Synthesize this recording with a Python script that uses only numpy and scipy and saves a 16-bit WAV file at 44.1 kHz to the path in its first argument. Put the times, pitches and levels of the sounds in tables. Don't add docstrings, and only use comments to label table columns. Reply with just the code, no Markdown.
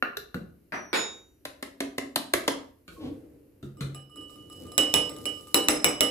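import sys
import numpy as np
from scipy import signal
from scipy.fft import rfft, irfft, next_fast_len
from scipy.io import wavfile
from scipy.ndimage import map_coordinates

SR = 44100
rng = np.random.default_rng(int(sys.argv[2]) if len(sys.argv) > 2 else 0)


def dump_mix(stems):
    frames = np.atleast_2d(stems).T
    limited = np.clip(frames, -1, 1)
    pcm = np.round(limited * 32767).astype(np.int16)
    wavfile.write(sys.argv[1], SR, pcm)


N = 269346
CLOCK = np.arange(N) / SR
T = np.arange(int(.8 * SR)) / SR

# f/Hz, t60/s
ROOM_T60 = [(100, 0.62), (300, 0.49), (800, 0.45), (2000, 0.36), (5000, 0.35), (9000, 0.33), (14000, 0.19)]
# f/Hz, likeness (1 = the same)
ROOM_ALIKE = [(60, .88), (140, .95), (280, .92), (500, .3), (900, .05), (2000, .15), (8000, .2)]

# f/Hz, level/dB
HUM_TONE = [(15, -49), (25, -8.5), (76, 1), (175, -16.5), (301, -2.5), (863, -30), (2910, -32.5),
            (3520, -40.5), (4140, -36.5), (7920, -39.5), (12500, -28), (14800, -37.5), (16000, -56.5)]
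RUB_TONE = [(30, -26), (55, -15), (88, -3), (150, -10.5), (237, -12), (297, -0.5), (368, -10), (495, -8),
            (650, -23.5), (1000, -33), (2500, -40), (5000, -62)]
HISS_TONE = [(700, 0), (1500, -13), (4000, 3), (6500, 1.5), (9000, 3), (12000, 3.5), (14700, -1),
             (16000, -12.5)]
FEET_TONE = [(100, -23), (280, 1.5), (450, -16), (800, -17.5), (1400, -37), (3500, -27), (6000, -41),
             (14000, -61.5)]

# f/Hz, level/dB
THUD_TONE = [(25, -20), (55, -3.5), (100, -7), (160, -0.5), (300, -6), (500, -10.5), (900, -36.5),
             (2000, -44.5)]
RATTLE_TONE = [(350, -54), (600, -10), (881, -23), (1410, 0.5), (1680, -11), (3300, -9), (3890, -4),
               (4910, -17), (11300, -19.5), (14700, -27), (16000, -34.5)]
KNOCK_TONE = [(47, -59), (80, -26), (302, -8), (444, -6.5), (489, -4), (617, -8), (1060, -9.5), (2380, -11),
              (3300, -48), (5990, -36), (8000, -79.5), (10400, -73), (17600, -120)]
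CUP_CRACK_TONE = [(300, -1.5), (420, 26.5), (900, -23.5), (1550, 11), (3100, -10.5), (4000, 15.5),
                  (5000, -7.5), (6300, -6), (9500, -15), (12200, 7), (13500, -8), (16000, -26)]
SPOON_CLACK_TONE = [(120, -51), (200, -3.5), (1180, -9), (1740, 0.5), (3310, -2.5), (3620, -2),
                    (6520, -17.5), (6880, -17), (11100, -15), (14100, -26), (16000, -22.5)]
AIR_POP_TONE = [(130, -35), (260, -9), (330, -5), (560, -10), (850, -14.5), (1130, -12.5), (1450, -17.5),
                (2050, -10), (2450, -19), (2850, -15.5), (3900, -23.5), (7000, -25.5), (12000, -45)]
SKIN_SMACK_TONE = [(1500, -26.5), (4000, 7.5), (6000, -14.5), (8000, -5), (11000, 4), (13500, -5),
                   (16000, -23.5)]
BOWL_KNOCK_TONE = [(40, -9), (120, -11.5), (230, -0.5), (300, 1), (550, 3.5), (900, -7), (1500, -8),
                   (2400, -9.5), (4000, -22), (8000, -48)]
RIM_CRACK_TONE = [(700, -8), (1600, -9), (2400, 1), (3300, -7), (4000, 0.5), (4650, -15), (5400, 0.5),
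                  (7200, -13.5), (8100, -1), (9600, -19), (11300, -5.5), (13300, -20), (14600, -8.5),
                  (16500, -8.5)]

# f/Hz, level/dB, t60/s
TABLE_NOTES = [(93, -12, 0.59), (137.2, -1, 0.43), (207, -5, 0.19), (290, -19, 0.16)]
CUP_WALL_NOTES = [(407, -33.5, 0.52), (730, -12.5, 0.043), (1220, -9.5, 0.04), (1428, 5, 0.025),
                  (1702, -1.5, 0.017), (2760, -4.5, 0.019)]
CUP_EDGE_NOTES = [(1460, -10.5, 0.046), (2690, -6.5, 0.04), (3970, -11.5, 0.017), (4040, 14, 0.0115),
                  (7840, -24.5, 0.012), (5680, -2, 0.026), (6530, 0, 0.0052), (12600, -11, 0.025),
                  (13200, -10.5, .03)]
SPOON_SCOOP_NOTES = [(5868, 1, 0.84), (10310, -11.5, 0.41)]
SPOON_HANDLE_NOTES = [(3521, -3.5, 0.31), (3783, 0, 0.36), (5230, -5.5, 0.25), (6940, -1, 0.33),
                      (8495, -25, 0.21), (8845, -17, 0.21), (10700, -14.5, 0.17)]
GRINDER_NOTES = [(250.5, -5, 0.5), (276.8, 11, 0.32), (330, -9, 0.12), (402, 6, 0.13), (456, -17.5, .2),
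                 (664, -2.5, 0.33), (1197, 2.5, 0.072)]
RIM_LOW_NOTE = [(2946, 0, .46)]
RIM_HIGH_NOTES = [(5207, -6.5, .5), (5240, -13, .4), (7930, -7, .24), (7962, 0, .19), (10993, 1, .21),
                  (11040, -8, .14), (14340, -12, .18), (14590, -12, .12), (15250, -10, .18)]
BOWL_WALL_NOTE = [(1209, 0, 0.34)]
BOWL_BOOM_NOTES = [(278.2, -5, 0.34), (302.5, 1.5, 0.37), (342.7, 11, 0.085), (416, 3.5, 0.19),
                   (490, 0, 0.32), (550, -26, 0.3), (579.3, -14, 0.59), (593, -20.5, 0.71),
                   (784, -7.5, 0.31), (960, -17, 0.29)]
CLINK_NOTES = [(3540, -1, 0.011), (4050, -7, 0.0092), (4030, 13.5, 0.011), (5750, -27, 0.0066),
               (7500, 17, 0.0083), (11000, 10.5, 0.043), (14570, -20, 0.014)]
# f/Hz, left minus right/dB
RIM_PAN = [(1206, -1), (2946, -9.5), (5207, -8.5), (7950, -11.5), (11000, 3.5), (15000, 1)]

# t of the peak/s, rub/dB, hiss/dB, rise/s, t60/s
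SLIDES = [(2.939, -58, -62, 0.094, 0.84), (3.06, -38, -78, 0.13, 0.44), (3.25, -52.5, -80.5, 0.45, 2.05),
          (3.85, -42, -68, 0.11, 0.53)]
# t/s, thud/dB, table top/dB, rattle/dB
BUMPS = [(2.878, -50.5, -80, -51.5), (3.627, -44, -38.5, -57.5), (3.807, -42, -32.5, -42.5)]
# t/s, slip rate/Hz, level/dB
JUDDER = [(2.969, 320, -69), (3.012, 310, -42.5), (3.056, 230, -38.5), (3.086, 275, -45), (3.11, 350, -56)]
# t/s, f/Hz, level/dB
SQUEAKS = [(2.959, 1090, -48), (3.025, 1113, -55)]
# t/s, level/dB
GRIP_RUB = [(4.08, -77), (4.201, -46), (4.3, -55.5), (4.5, -50.5), (4.63, -43), (4.72, -46.5), (5.2, -46),
            (5.5, -57)]
# t/s, hollow knock/dB, bright tick/dB, thud/dB
CUP_KNOCKS = [(.0250, -22, -47.5, -74.5), (0.1692, -41.5, -41, -59.5), (0.3433, -37.5, -54, -35)]
# t/s, knock/dB, clack/dB, scoop ring/dB, handle ring/dB
SPOON_DROPS = [(0.7216, -38.5, -55, -56.5, -83), (.9300, -33, -34, -55.5, -24)]
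# t/s, strength/dB, smack compared with strength/dB
PATS = [(1.451, -28, -13), (1.625, -27, -15), (1.803, -21, -17), (1.98, -21, -18.5), (2.158, -18, -8),
        (2.335, -12, -14), (2.477, -13.5, -18.5)]
# t/s, strength/dB, change in the rim's low note for the spot that is hit/dB
TAPS = [(3.77, -71, -5), (3.9463, -52, -4.5), (4.096, -77, 10), (4.1582, -61, 6.5), (4.357, -67.5, 5.5),
        (4.4988, -61, 2.5), (4.653, -67, 3.5), (4.7181, -55, -8), (4.7790, -21, 2.5), (4.9394, -20.5, 2),
        (5.094, -47.5, -10), (5.164, -53, -10), (5.255, -36, 5.5), (5.404, -68.5, 1), (5.4708, -58.5, -6.5),
        (5.5434, -18, -2), (5.6846, -18.5, -18.5), (5.8435, -18.5, -3), (6.0067, -20.5, 0)]

BOUNCES, BOUNCE_S, BOUNCE_LOSS_DB = 3, .0158, 3.5
FIRM_PAT_DB, BOOM_MAX_DB, BOOM_GROWTH = -23.5, -32.5, 4.2
SHAKE_START_S, SHAKE_END_S, SHAKE_FADE_S = 4.1, 5.6, 0.15
POWDER_GAIN_DB, POWDER_DB_PER_S = -63.5, 7
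HARD_TAP_DB, GRAZE_DB, GRAZES_PER_S = -20, -65, 4


def amp(db):
    return 10 ** (np.asarray(db) / 20)


def value_at(points, hz):
    freqs, values = np.transpose(points)
    return np.interp(np.log(hz + 1), np.log(freqs), values)


def unit(x):
    return x / np.sqrt(np.mean(x ** 2) + 1e-20)


def unit_onset(x):
    return x / np.sqrt(np.mean(x[..., :SR // 50] ** 2) + 1e-20)


def colour(x, tone):
    n = x.shape[-1]
    padded = 2 * next_fast_len(n // 2 + 2048)
    gain = amp(value_at(tone, np.fft.rfftfreq(padded, 1 / SR)))
    cepstrum = irfft(np.log(gain))
    cepstrum[1:padded // 2] *= 2
    cepstrum[padded // 2 + 1:] = 0
    return irfft(rfft(x, padded) * np.exp(rfft(cepstrum)), padded)[..., :n]


def wobble(rate, size=N):
    points = rng.standard_normal(int(size * rate / SR) + 4)
    return map_coordinates(points, [CLOCK[:size] * rate], order=1)


def surround_noise(size):
    likeness = value_at(ROOM_ALIKE, np.fft.rfftfreq(size, 1 / SR))
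    angle = np.arccos(np.clip(likeness, -1, 1)) / 2
    mid, side = irfft(rfft(rng.standard_normal((2, size))) * [np.cos(angle), np.sin(angle)], size)
    return np.array([mid + side, mid - side])


def burst(tone, t60, rise, snap=0):
    noise = rng.standard_normal(len(T)) + .6 * surround_noise(len(T))
    hit = noise * amp(-60 * T / t60) * (1 - np.exp(-T / rise)) ** 2
    hit[:, SR // 1000] += snap * np.linalg.norm(hit[0])
    return unit_onset(colour(hit, tone))


def ring(notes, rise=0.00025, pan=None):
    out = np.zeros((2, len(T)))
    for hz, db, t60 in notes:
        lean_db = value_at(pan, hz) / 2 if pan else 0
        wave = np.sin(2 * np.pi * hz * T + rng.uniform(0, 2 * np.pi))
        fade = amp(db + rng.normal() - 60 * T / t60)
        out += amp([[lean_db], [-lean_db]]) * wave * fade
    return unit_onset(out) * (1 - np.exp(-T / rise)) ** 2


def kitchen(x, room_db, lag_ms=.13):
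    x = x * np.ones((2, 1))
    hz, t, bands = signal.stft(surround_noise(len(T)), SR, nperseg=256)
    fade = amp(-60 * t / value_at(ROOM_T60, hz)[:, None])
    tail = signal.istft(bands * fade, SR, nperseg=256)[1][:, :len(T)]
    build_up = 1 - np.exp(-(T / 0.0029) ** 2)
    tail = unit(tail * build_up) / np.sqrt(len(T))
    delayed = np.arange(x.shape[1]) - lag_ms * SR / 1000
    direct = np.array([x[0], map_coordinates(x[1], [np.round(delayed)], order=0)])
    return direct + amp(room_db) * signal.fftconvolve(x, tail, axes=1)[:, :x.shape[1]]


def add(track, s, sound):
    part = track[:, max(round(s * SR), 0):][:, :sound.shape[-1]]
    part += sound[..., :part.shape[1]]


def room_hum():
    return amp(-61.5) * unit(colour(surround_noise(N), HUM_TONE))


def slides():
    out = np.zeros((2, N))
    rub = unit(colour(surround_noise(N), RUB_TONE))
    hiss = unit(colour(surround_noise(N), HISS_TONE))
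    for s, rub_db, hiss_db, rise, t60 in SLIDES:
        swell = np.clip(1 + (CLOCK - s) / rise, 0, 1) ** 2
        fade = amp(-60 * np.maximum(CLOCK - s, 0) / t60)
        out += swell * fade * (amp(rub_db) * rub + amp(hiss_db) * hiss)
    return out * amp(1.5 * wobble(14))


def sifting():
    s, rub_db = np.transpose(GRIP_RUB)
    grip = amp(np.interp(CLOCK, s, rub_db, left=-120) + 2 * wobble(14))
    rub = grip * unit(colour(surround_noise(N), RUB_TONE))
    flow = amp(2 * wobble(16))
    grains = rng.standard_normal((2, N)) * amp(3.4 * wobble(1000))
    dust = unit(colour(grains, HISS_TONE))
    crumb_falls = rng.random(N) < 70 * flow / SR
    crumbs = crumb_falls * rng.uniform(.2, 1, N) ** 2
    ticks = unit(kitchen(colour(crumbs, HISS_TONE), room_db=-3.5))
    powder = amp(-5) * flow * dust + amp(-3) * ticks
    elapsed = CLOCK - SHAKE_START_S
    shaking = np.clip(np.minimum(elapsed, SHAKE_END_S - CLOCK) / SHAKE_FADE_S, 0, 1)
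    return rub + shaking * amp(POWDER_GAIN_DB + POWDER_DB_PER_S * elapsed) * powder


def table_bumps():
    out = np.zeros((2, N))
    for s, thud_db, top_db, rattle_db in BUMPS:
        thud = amp(thud_db) * burst(THUD_TONE, t60=0.15, rise=0.00041)
        top = amp(top_db) * ring(TABLE_NOTES, rise=0.0022)
        rattle = amp(rattle_db) * burst(RATTLE_TONE, t60=0.015, rise=0.0012)
        add(out, s, kitchen(thud, room_db=1) + kitchen(top, room_db=-9) + kitchen(rattle, room_db=2.5))
    return out


def feet_judder():
    s, slip_hz, db = np.transpose(JUDDER)
    uneven_hz = np.interp(CLOCK, s, slip_hz) * (1 + .03 * wobble(150))
    slip_count = np.floor(np.cumsum(uneven_hz) / SR)
    clicks = np.diff(slip_count, prepend=0) * amp(2 * wobble(200))
    scrape = unit(clicks - clicks.mean()) + .25 * rng.standard_normal(N)
    level = amp(np.interp(CLOCK, s, db, left=-120, right=-120))
    out = np.ones((2, 1)) * unit(colour(scrape, FEET_TONE)) * level
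    for start, hz, squeak_db in SQUEAKS:
        add(out, start, amp(squeak_db) * ring([(hz, 0, .16)], rise=0.01))
    return kitchen(out, room_db=-4)


def cup_knocks():
    out = np.zeros((2, N))
    for s, knock_db, tick_db, thud_db in CUP_KNOCKS:
        knock = ring(CUP_WALL_NOTES) + amp(-9.5) * burst(KNOCK_TONE, t60=0.031, rise=0.00047)
        tick = ring(CUP_EDGE_NOTES) + amp(6.5) * burst(CUP_CRACK_TONE, t60=0.014, rise=0.0012)
        add(out, s, kitchen(amp(knock_db) * knock + amp(tick_db) * tick, room_db=-5))
        thud = amp(thud_db) * burst(THUD_TONE, t60=0.086, rise=0.00034)
        add(out, s, kitchen(thud, room_db=1))
    return out


def spoon_drop():
    out = np.zeros((2, N))
    for s, knock_db, clack_db, scoop_db, handle_db in SPOON_DROPS:
        for bounce in range(BOUNCES):
            knock = amp(knock_db) * burst(KNOCK_TONE, t60=0.027, rise=0.0002)
            clack = amp(clack_db) * burst(SPOON_CLACK_TONE, t60=0.006, rise=0.00014)
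            scoop = amp(scoop_db) * ring(SPOON_SCOOP_NOTES, rise=0.018)
            handle = amp(handle_db) * ring(SPOON_HANDLE_NOTES, rise=0.041)
            hit = kitchen(knock + clack, room_db=7)
            steel = amp([[-2], [2]]) * kitchen(scoop + handle, room_db=-3, lag_ms=0)
            add(out, s + bounce * BOUNCE_S, amp(-bounce * BOUNCE_LOSS_DB) * (hit + steel))
    return out


def palm_pats():
    out = np.zeros((2, N))
    for s, db, smack_db in PATS:
        smack = amp(db + smack_db) * burst(SKIN_SMACK_TONE, t60=.008, rise=0.0035, snap=0.38)
        pop = amp(db - 9.5) * burst(AIR_POP_TONE, t60=0.027, rise=0.00052)
        thud = amp(db - 28) * burst(THUD_TONE, t60=0.033, rise=0.0016)
        boom_db = BOOM_MAX_DB + BOOM_GROWTH * min(db - FIRM_PAT_DB, 0)
        boom = amp(boom_db) * ring(GRINDER_NOTES, rise=0.0016)
        add(out, s, kitchen(smack, room_db=-6.5))
        add(out, s + 0.0019, kitchen(pop + thud, room_db=-5) + kitchen(boom, room_db=-6))
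    return out


def rim_hit(db, spot_db, free_s):
    force_db = db - HARD_TAP_DB
    crack = burst(RIM_CRACK_TONE, t60=0.011, rise=0.00025, snap=0.43)
    clink = amp(-9.5) * ring(CLINK_NOTES)
    hush = amp(-60 * np.maximum(T - free_s, 0) / 0.0182)
    flutter = 1 + .45 * wobble(90, size=len(T))
    low_rise = 0.0037 * amp(-0.25 * force_db)
    low = amp(-21.5 + 0.62 * force_db + spot_db) * ring(RIM_LOW_NOTE, rise=low_rise, pan=RIM_PAN) * hush
    high = amp(-27 + 0.74 * force_db) * ring(RIM_HIGH_NOTES, pan=RIM_PAN) * hush * flutter
    wall = amp(-37.5 + 0.41 * force_db) * ring(BOWL_WALL_NOTE, rise=0.00054, pan=RIM_PAN)
    knock = amp(-30.5 + 0.87 * force_db) * burst(BOWL_KNOCK_TONE, t60=0.033, rise=0.00066)
    boom = amp(-20 + 0.87 * force_db) * ring(BOWL_BOOM_NOTES, rise=0.016)
    hit = amp([[-.7], [.7]]) * kitchen(amp(db) * (crack + clink), room_db=-6, lag_ms=.26)
    hit += kitchen(knock, room_db=4)
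    rim = kitchen(low, room_db=-12, lag_ms=.363) + kitchen(high, room_db=-5, lag_ms=.363)
    bowl = amp([[.9], [-.9]]) * kitchen(wall + boom, room_db=-11)
    return hit + rim + bowl


def sieve_taps():
    out = np.zeros((2, N))
    next_taps = [tap[0] for tap in TAPS[1:]] + [np.inf]
    for (s, db, spot_db), next_s in zip(TAPS, next_taps):
        add(out, s, rim_hit(db, spot_db, free_s=next_s - s))
    shake_s = SHAKE_END_S - SHAKE_START_S
    for when, force in rng.random((round(GRAZES_PER_S * shake_s), 2)):
        graze = rim_hit(GRAZE_DB + (2 * force - 1), spot_db=0, free_s=np.inf)
        add(out, SHAKE_START_S + when * shake_s, graze)
    return out


def scene():
    hum = room_hum()
    spoon = cup_knocks() + spoon_drop()
    grinder = palm_pats() + table_bumps() + feet_judder() + slides()
    sieve = sifting() + sieve_taps()
    return hum + spoon + grinder + sieve


def record(dry):
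    padded = next_fast_len(N + SR // 2)
    hz = np.fft.rfftfreq(padded, 1 / SR)
    bass_cut = (1j * hz / (1j * hz + 28)) ** 3
    treble_cut = 1 / (1 + (hz / 15650) ** 80)
    return irfft(rfft(np.clip(dry, -1, 1), padded) * bass_cut * treble_cut, padded)[:, :N]


dry = scene()
out = record(dry)
dump_mix(out)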